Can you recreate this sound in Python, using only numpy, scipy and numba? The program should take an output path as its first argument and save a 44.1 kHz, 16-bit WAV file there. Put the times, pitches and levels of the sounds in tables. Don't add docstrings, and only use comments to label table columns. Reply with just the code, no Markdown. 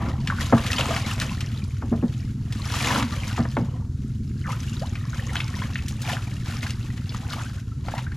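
import sys
import numpy as np
from scipy import signal
from scipy.fft import rfft, irfft
from scipy.io import wavfile
from scipy.ndimage import uniform_filter1d
from numba import njit

SR = 44100
rng = np.random.default_rng(int(sys.argv[2]) if len(sys.argv) > 2 else 0)


def materialize(psi):
    bounded = np.clip(np.atleast_2d(psi).T, -1, 1)
    quanta = np.round(bounded * 32767).astype(np.int16)
    wavfile.write(sys.argv[1], SR, quanta)


N = 359856
T = np.arange(N) / SR
TOP_HZ = 15700


def undb(db):
    return 10 ** (np.asarray(db) / 20)


def unit(x):
    return x / np.sqrt(np.mean(x ** 2))


def curves(table):
    s, *columns = np.transpose(table)
    return [np.interp(T, s, c) for c in columns]


def add(out, s, sound):
    i = max(int(s * SR), 0)
    out[i:i + len(sound)] += sound[:max(N - i, 0)]


def colour(x, points, size=8192):
    hz, db = np.transpose(points)
    f = np.maximum(np.arange(size // 2 + 1) * SR / size, 1)
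    gain = undb(np.interp(np.log(f), np.log(hz), db))
    cep = irfft(np.log(gain))
    cep[1:size // 2] *= 2
    cep[size // 2 + 1:] = 0
    impulse = irfft(np.exp(rfft(cep)))
    return signal.fftconvolve(x, impulse)[:len(x)]


def band(x, low_hz, high_hz):
    for hz, kind in ((low_hz, "high"), (high_hz, "low")):
        sos = signal.butter(2, min(hz, SR / 2 - 1000), kind, fs=SR, output="sos")
        x = signal.sosfilt(sos, x)
    return x


def fade(t, t60):
    return np.exp(-np.log(1000) * t / t60)


def even(x, span_s):
    span = int(span_s * SR)
    power = uniform_filter1d(uniform_filter1d(x ** 2, span), span)
    return x / np.sqrt(power + 1e-9)


def forest():
    # hz, density_db_per_hz
    air_colour = [(100, 23), (500, 15.5), (800, -60), (1400, 10), (2400, -16), (4000, 1), (7000, 1),
                  (8500, -7.5), (12000, -7.5), (15000, -45)]
    return undb(-53.5) * unit(colour(rng.standard_normal(N), air_colour))


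def engine(first_turn=.44, jitter_s=0.0014, scatter_db=2.5, puff_turns=0.89):
    # start_s, firings_per_s, level_db
    idle = [(0, 19.1, -25), (1, 19.46, -27), (5.5, 19.4, -27.5), (6.2, 19, -28.5), (6.9, 19.6, -28),
            (7.5, 19.2, -30.5), (8.16, 20.1, -28.5)]
    # hz, db
    exhaust = [(8, -68), (20, -15.5), (40, -11.5), (60, -6), (80, -1), (100, 0), (130, 0), (150, -7),
               (170, -13), (225, -9), (260, -16), (300, -23), (400, -30), (600, -67.5), (8000, -125)]
    firing_hz, level_db = curves(idle)
    turns = first_turn + np.cumsum(firing_hz) / SR
    firings_s = T[1:][np.diff(np.floor(turns)) > 0]
    thumps = np.zeros(N)
    for s, (late, size) in zip(firings_s, rng.standard_normal((len(firings_s), 2))):
        add(thumps, s + jitter_s * late, -undb([scatter_db * size]))
    puffs = np.exp(-((turns + .15) % 1) / puff_turns) + .22
    gas = rng.standard_normal(N) * puffs
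    throb = colour(unit(thumps) + undb(4.0) * unit(gas), exhaust)
    return even(throb, span_s=0.083) * undb(level_db)


def scatter(x, t60):
    t = np.arange(int(t60 * SR)) / SR
    echoes = rng.standard_normal(len(t)) * fade(t, t60)
    return signal.fftconvolve(x, echoes / np.linalg.norm(echoes))[:N]


def spatter(per_s=60, t60=0.054, spread_db=1.0, steady=1.7):
    t = np.arange(SR // 4) / SR
    chance, strength = rng.random(N), rng.exponential(size=N)
    clumps = (chance < per_s / SR) * undb(spread_db * np.minimum(strength, 3))
    surges = np.abs(signal.fftconvolve(clumps, fade(t, t60))[:N])
    return (steady + surges / surges.mean()) / (steady + 1)


def flow():
    # time_s, level_db
    trickle = [(0.01, -63), (1.44, -48), (1.83, -56.5), (2.33, -54), (2.38, -78), (3.53, -50), (3.89, -77),
               (4.09, -55.5), (4.19, -73), (4.99, -52), (5.83, -49.5), (6.37, -50.5), (6.93, -53.5),
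               (7.6, -52.5), (7.66, -101), (8.04, -57), (8.15, -55.5)]
    # crest_s, level_db, swell_s, hold_s, depth_db (+ gurgles, - sprays)
    splashes = [(0.021, -45.5, 0.97, 0.073, 15), (0.413, -33, 0.043, 0.0065, -0.5),
                (0.707, -36.5, 0.62, 0.11, 2.5), (0.788, -34, 0.011, 0.015, 5.5),
                (0.887, -34, 0.16, 0.098, 4.5), (1.064, -37.5, 0.078, 0.065, 1.5),
                (1.212, -36, 0.07, 0.023, 3), (2.76, -35.5, 0.26, 0.11, -2), (2.886, -31, 0.29, 0.11, 5),
                (3.141, -42.5, 0.21, 0.23, 0.5), (3.69, -63, 0.11, 0.12, 16.5),
                (4.496, -43.5, 0.048, 0.037, 3.5), (4.63, -47.5, 0.47, 0.21, -5.5),
                (5.123, -48, 0.014, 0.11, 3.5), (5.354, -43.5, 0.14, 0.061, 5),
                (5.551, -45, 0.86, 0.084, 1.5), (6.08, -36, 0.075, 0.053, 4), (6.471, -45, 0.018, 0.12, -1),
                (6.627, -38.5, 0.015, 0.013, 0.5), (6.97, -55.5, 0.045, 0.0038, 8.5),
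                (7.137, -43.5, 0.047, 0.0062, 1.5), (7.325, -41, 0.18, 0.009, 1),
                (7.39, -44, 0.09, 0.059, 0), (7.904, -46.5, 0.14, 0.1, 2)]
    trickle_depth_db = -2
    release_s = 0.095
    runoff_db, runoff_s = -12.5, 0.53
    gurgle_db, spray_db = -3.5, -2.5
    spray_loss = 0.42
    sources = [(undb(curves(trickle)[0]), trickle_depth_db)]
    for s, db, swell_s, hold_s, depth_db in splashes:
        before_s, after_s = np.maximum(s - T, 0), np.maximum(T - s - hold_s, 0)
        release_db = np.maximum(-20 * after_s / release_s, runoff_db - 20 * after_s / runoff_s)
        level_db = db - 20 * before_s / swell_s + release_db
        sources.append((undb(np.maximum(level_db, -120)), depth_db))
    gurgle = sum((gain * undb(gurgle_db + depth_db)) ** 2 for gain, depth_db in sources)
    splash = sum(gain ** 2 for gain, _ in sources)
    spray = sum((gain * undb(spray_db - spray_loss * depth_db)) ** 2 for gain, depth_db in sources)
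    return 10 * np.log10([gurgle, splash, spray])


@njit
def bubbles(start, hz, cycles, rise, size):
    out = np.zeros(N)
    for k in range(len(start)):
        n, phase = int(cycles[k] * SR / hz[k]), 0.
        for i in range(min(n, N - start[k])):
            phase += 2 * np.pi * min(hz[k] * (1 + rise[k] * i / n), .45 * SR) / SR
            envelope = np.exp(-6. * i / n) - np.exp(-80. * i / n)
            out[start[k] + i] += size[k] * envelope * np.sin(phase)
    return out


def swarm(level_db, surges, shape, per_s, low_hz, high_hz, cycles, spread_db, wash_db, count=30000):
    max_rise = 0.33
    when, keep, pitch, life, climb, strength = rng.random((count, 6)).T
    start = (when * N).astype(int)
    rate = undb(.7 * (level_db - level_db.mean()))
    crowd = rate + 1 / rate
    on = keep < per_s * (crowd * surges)[start] * N / SR / count
    size = undb(spread_db * np.minimum(-np.log(1 - strength), 3.5)) / np.sqrt(crowd[start])
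    hz = low_hz * (high_hz / low_hz) ** pitch
    lives = cycles * 2 ** (3 * life - 1.5)
    grains = bubbles(start[on], hz[on], lives[on], max_rise * climb[on], size[on])
    noise = unit(colour(rng.standard_normal(N), shape))
    wash = undb(wash_db) * np.sqrt(crowd) * surges * noise
    return even(unit(colour(grains, shape)) + wash, span_s=0.43) * undb(level_db)


def water(levels_db, surges):
    # hz, db
    gurgle_colour = [(120, -13.5), (230, 10), (450, -6.5), (700, -4), (1100, 2), (1500, -13.5), (2200, -9),
                     (5000, -55)]
    splash_colour = [(600, -37), (1200, -3.5), (1700, -3.5), (3000, -3), (4000, -10.5), (6000, -21),
                     (12000, -46)]
    spray_colour = [(1500, -43), (3200, 1.5), (4300, 1), (7200, -0.5), (8500, -8.5), (10500, -6),
                    (12500, -10.5), (14000, -19), (15500, -53)]
    gurgle_db, splash_db, spray_db = levels_db
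    gurgle = swarm(gurgle_db, np.sqrt(surges), gurgle_colour, per_s=100, low_hz=442, high_hz=1607,
                   cycles=22, spread_db=2.5, wash_db=-8)
    splash = swarm(splash_db, surges, splash_colour, per_s=190, low_hz=1200, high_hz=4200,
                   cycles=26, spread_db=4, wash_db=-7.5)
    spray = swarm(spray_db, surges, spray_colour, per_s=250, low_hz=3535, high_hz=12740,
                  cycles=12, spread_db=7, wash_db=-3)
    return gurgle + splash + spray


def plop(hz, rise, t60):
    crater_share = .3
    swell_s = 0.58 * t60 ** 2
    t = np.arange(SR // 5) / SR
    pitch_hz = hz * (1 + rise * np.minimum(t / t60, 1))
    edges_hz = [0.68 * hz, min(1.214 * hz * (1 + abs(rise) / 2), TOP_HZ)]
    cavity = signal.butter(2, edges_hz, "band", fs=SR, output="sos")
    crater = unit(signal.sosfilt(cavity, rng.standard_normal(len(t)))) * fade(t, 0.063)
    swell = 1 - np.exp(-t / swell_s)
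    tone = np.sin(2 * np.pi * np.cumsum(pitch_hz) / SR) * fade(t, t60)
    ring = (tone + crater_share * crater) * swell ** 2
    ring = signal.sosfilt(cavity, ring)
    return ring / np.abs(ring).max()


def slap(hz, patter_db):
    crack_t60_s, patter_t60_s, spike = .012, 0.077, 4
    t = np.arange(SR // 8) / SR
    envelope = fade(t, crack_t60_s) + undb(patter_db) * fade(t, patter_t60_s)
    burst = rng.standard_normal(len(t)) * envelope
    burst[0] += spike
    burst = band(burst, 0.39 * hz, 0.94 * hz)
    return burst / np.abs(burst).max()


def drips(water_db):
    tries_per_s, min_flow_db = 44, -52
    peak_db, spread_db = 10, 6.5
    slap_low_hz, slap_high_hz, patter_db = 2220, 7060, -16
    raised_s, plip_share = 4.7, .35
    plip_low_hz, plip_high_hz, plip_t60_s = 650, 2200, .032
    out = np.zeros(N)
    for when, pitch, strength, trap, life in rng.random((int(tries_per_s * T[-1]), 5)):
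        s, running_db = when * T[-1], water_db[int(when * N)]
        if running_db < min_flow_db:
            continue
        if s > raised_s and trap < plip_share:
            hz = plip_low_hz * (plip_high_hz / plip_low_hz) ** pitch
            drop = plop(hz, 2 * trap, plip_t60_s * 2 ** (2 * life - 1))
        else:
            drop = slap(slap_low_hz * (slap_high_hz / slap_low_hz) ** pitch, patter_db)
        drop_db = running_db + peak_db + spread_db * (2 * strength ** 2 - 1)
        add(out, s, undb(drop_db) * drop)
    return out


def gulps(count=18, cycles=24, growth_db=9, scatter_octaves=0.237):
    # start_s, end_s, peak_db, first_hz, last_hz
    gulp_runs = [(0.564, 0.583, -21, 880, 1590), (2.858, 2.94, -18.5, 1010, 1140),
                 (2.971, 3.03, -22.5, 910, 1410), (2.914, 3.04, -20.5, 265, 220.4),
                 (4.439, 4.508, -25, 1910, 840), (6.474, 6.514, -35, 1100, 1890),
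                 (7.358, 7.418, -30, 780, 1400), (7.951, 7.994, -29, 1040, 855)]
    out = np.zeros(N)
    for start_s, end_s, db, first_hz, last_hz in gulp_runs:
        along = (np.arange(count) + rng.random(count)) / count
        start = ((start_s + (end_s - start_s) * along) * SR).astype(int)
        detune = 2 ** (scatter_octaves * rng.standard_normal(count))
        hz = first_hz * (last_hz / first_hz) ** along * detune
        run = bubbles(start, hz, np.full(count, float(cycles)), np.zeros(count), undb(growth_db * along))
        run = band(run, hz.min(), hz.max())
        out += undb(db) * run / np.abs(run).max()
    return out


def plops():
    # start_s, peak_db, start_pitch_hz, rise (share of that pitch over t60), t60_s
    big_bubbles = [(0.3, -13, 1430, 0.21, 0.024), (0.321, -21.5, 1060, 0.23, 0.05),
                   (0.384, -25, 1430, .1, 0.026), (0.703, -18.5, 1830, 0.26, 0.029),
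                   (0.73, -19.5, 2400, .6, 0.018), (0.74, -27, 1710, 0.27, 0.034),
                   (0.783, -13, 3100, 0.089, 0.011), (0.793, -17.5, 546, 0.37, 0.028),
                   (0.81, -15, 2570, 0.76, 0.019), (0.887, -22, 450, 0.22, 0.038),
                   (0.905, -19.5, 620, 0.52, 0.053), (0.962, -31, 1100, 0.43, 0.027),
                   (1.215, -20, 1620, 0.33, 0.022), (1.293, -26.5, 2520, 0.36, 0.018),
                   (1.311, -30.5, 1010, 0.22, 0.063), (2.738, -22, 1087, 0.33, 0.029),
                   (2.904, -19.5, 934, 0.28, 0.052), (2.956, -15.5, 1300, .1, 0.041),
                   (3.121, -34, 1154, 0.15, 0.096), (3.234, -23, 2300, 0.25, 0.022),
                   (3.295, -36, 1510, .4, .05), (4.525, -27, 1176, 0.64, 0.056),
                   (4.812, -25, 422, 3.8, 0.11), (4.954, -32, 2370, 0.32, 0.028),
                   (5.048, -35.5, 930, 1.45, 0.062), (5.13, -28.5, 1410, 0.66, 0.044),
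                   (5.194, -25.5, 1610, 1.1, 0.025), (5.293, -30, 1900, .4, 0.035),
                   (5.355, -16.5, 1336, 1.3, 0.02), (5.366, -19, 3110, .2, 0.02),
                   (5.403, -15.5, 2130, 1.4, 0.016), (5.54, -29.5, 1720, .4, 0.023),
                   (5.616, -27, 984, 0.34, 0.05), (5.621, -24, 1600, 0.35, 0.022),
                   (5.756, -17.5, 1640, 1.6, 0.018), (5.788, -30, 2550, 0.11, 0.033),
                   (6.08, -28, 670, 0.37, .06), (6.168, -21, 1440, 0.75, 0.015),
                   (6.629, -26.5, 1980, 0.59, 0.03), (6.664, -24, 1466, 0.52, 0.021),
                   (6.901, -35, 1890, 0.25, .035), (7.093, -28, 4400, .1, 0.0099),
                   (7.145, -27.5, 1120, 0.68, 0.018), (7.335, -24, 1170, 0.47, 0.023),
                   (7.716, -41.5, 1303, 0.13, 0.06), (7.883, -21, 690, 1.8, 0.024),
                   (7.938, -18.5, 750, 0.92, 0.02), (8.065, -29, 1476, 0.42, 0.042),
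                   (8.117, -31, 1420, 1.1, 0.039)]
    out = np.zeros(N)
    for s, db, hz, rise, t60 in big_bubbles:
        add(out, s, undb(db) * plop(hz, rise, t60))
    return out


def slaps():
    # start_s, peak_db, top_hz (the burst passes from 0.39 to 0.94 times this), patter_db (against the
    heavy_drops = [(0.2733, -15.5, 3220, 2), (0.665, -17.5, 4000, -4), (0.7175, -14.5, 5170, -16),
                   (0.7315, -13.5, 4800, -14), (0.7395, -24, 6000, -10), (0.784, -25, 3300, -9),
                   (0.792, -29, 3700, -11), (0.809, -15, 3000, -15), (0.964, -16, 3160, 0),
                   (1.2, -16, 5060, -11.5), (1.217, -18.5, 3630, -11), (1.4068, -21.5, 4320, 3),
                   (2.524, -26.5, 5300, 9), (2.739, -19, 4000, -8), (2.858, -23, 4010, -5),
                   (2.934, -25, 2200, -8), (3.026, -14.5, 2280, -2), (3.376, -24.5, 2870, 4),
                   (3.515, -34, 5340, -9), (3.5685, -28, 2900, -21), (4.954, -25.5, 2520, 7),
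                   (5.3559, -17.5, 3900, -16), (5.403, -30, 3940, -21), (5.756, -29, 2600, -14),
                   (5.823, -33, 4000, -14), (5.8823, -23.5, 7250, 4.5), (6.0179, -26.5, 7740, 11),
                   (6.459, -30, 2800, 5), (6.63, -25, 3600, -4), (6.668, -23, 3200, -13),
                   (6.696, -25.5, 3020, -8), (6.706, -22, 5230, -8), (6.977, -30, 3030, -3),
                   (7.147, -26, 2600, -4), (7.331, -23.5, 3270, -5), (7.885, -25, 1930, 3),
                   (7.98, -24, 2760, 7)]
    out = np.zeros(N)
    for s, db, hz, patter_db in heavy_drops:
        add(out, s, undb(db) * slap(hz, patter_db))
    return out


def blow(hz, span, contact_s, t60, chatter_db):
    # pitch_hz, level_db
    hull_modes = [(125, 9.5), (180, 6.5), (240, 11.5), (315, 2.5), (430, -0.5), (560, -0.5), (742, -2.5),
                  (910, 2), (1110, 4.5), (1340, -9), (1560, -6), (2090, -15), (2650, -15)]
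    t60_cycles = 45
    t = np.arange(SR // 3) / SR
    detune = 1 + .025 * rng.standard_normal(len(hull_modes))
    planks = np.zeros(len(t))
    for (f, db), d in zip(hull_modes, detune):
        planks += undb(db) * np.sin(2 * np.pi * f * d * t) * fade(t, t60_cycles / f)
    chatter = band(rng.standard_normal(len(t)), 160, 1380) * fade(t, t60)
    attack = 1 - np.exp(-t / contact_s)
    ring = attack * (unit(planks * fade(t, t60)) + undb(chatter_db) * unit(chatter))
    low_hz, high_hz = hz / max(span, 1), hz * max(span, 1)
    ring = band(band(ring, low_hz, high_hz), 0.45 * low_hz, 3.2 * high_hz)
    return ring / np.abs(ring).max()


def knocks():
    # start_s, peak_db, centre_hz, contact_s, t60_s
    clacks = [(0.5244, -5.5, 624, 0.0011, 0.078), (1.821, -25, 890, .0015, 0.043),
              (1.923, -23.5, 696, 0.0063, 0.093), (2.023, -26.5, 706, 0.0027, 0.081),
              (3.375, -17.5, 720, 0.013, 0.12), (3.451, -22.5, 850, .004, 0.035),
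              (3.5676, -10, 990, 0.00042, 0.044)]
    # start_s, peak_db, centre_hz
    thuds = [(0.529, -7, 182), (1.831, -25.5, 330), (1.915, -11, 240), (2.028, -13, 233), (3.389, -14, 170),
             (3.574, -16, 368), (3.605, -14.5, 129)]
    out = np.zeros(N)
    for s, db, hz, contact_s, t60 in clacks:
        add(out, s, undb(db) * blow(hz, 1.4, contact_s, t60, chatter_db=-6))
    for s, db, hz in thuds:
        add(out, s, undb(db) * blow(hz, 1, contact_s=.004, t60=.17, chatter_db=-8.0))
    return out


def widen(x):
    # hz, side_minus_mid_db
    width = [(100, -34), (350, -18), (700, -15), (1400, -12.5), (2800, -10), (5600, -10), (10000, -6.5),
             (14000, -3)]
    hz, db = np.transpose(width)
    f = np.maximum(np.arange(N // 2 + 1) * SR / N, 1)
    gain = undb(np.interp(np.log(f), np.log(hz), db))
    return irfft(1j * gain * rfft(x), N)


def scene():
    # hz, left_minus_right_db
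    lean = [(400, 0), (1300, 1), (2800, 1.5), (5600, 2), (9000, 2.4), (13000, 5)]
    rush_db = -35
    levels_db, surges = flow(), spatter()
    surges = surges ** (1 / (1 + undb(levels_db[1] - rush_db) ** 2))
    hits = plops() + drips(levels_db[1]) + gulps() + slaps() + knocks()
    near = water(levels_db, surges) + hits
    echo = undb(-11) * scatter(band(near, 113, 12500), t60=0.32)
    mid = near + echo + engine() + forest()
    side = widen(water(levels_db, surges) + hits + forest())
    left = colour(mid + side, [(hz, db / 2) for hz, db in lean])
    right = colour(mid - side, [(hz, -db / 2) for hz, db in lean])
    return np.array([left, right])


def record(dry):
    return signal.sosfilt(signal.ellip(8, .2, 70, TOP_HZ, fs=SR, output="sos"), dry)


dry = scene()
out = record(dry)
materialize(out)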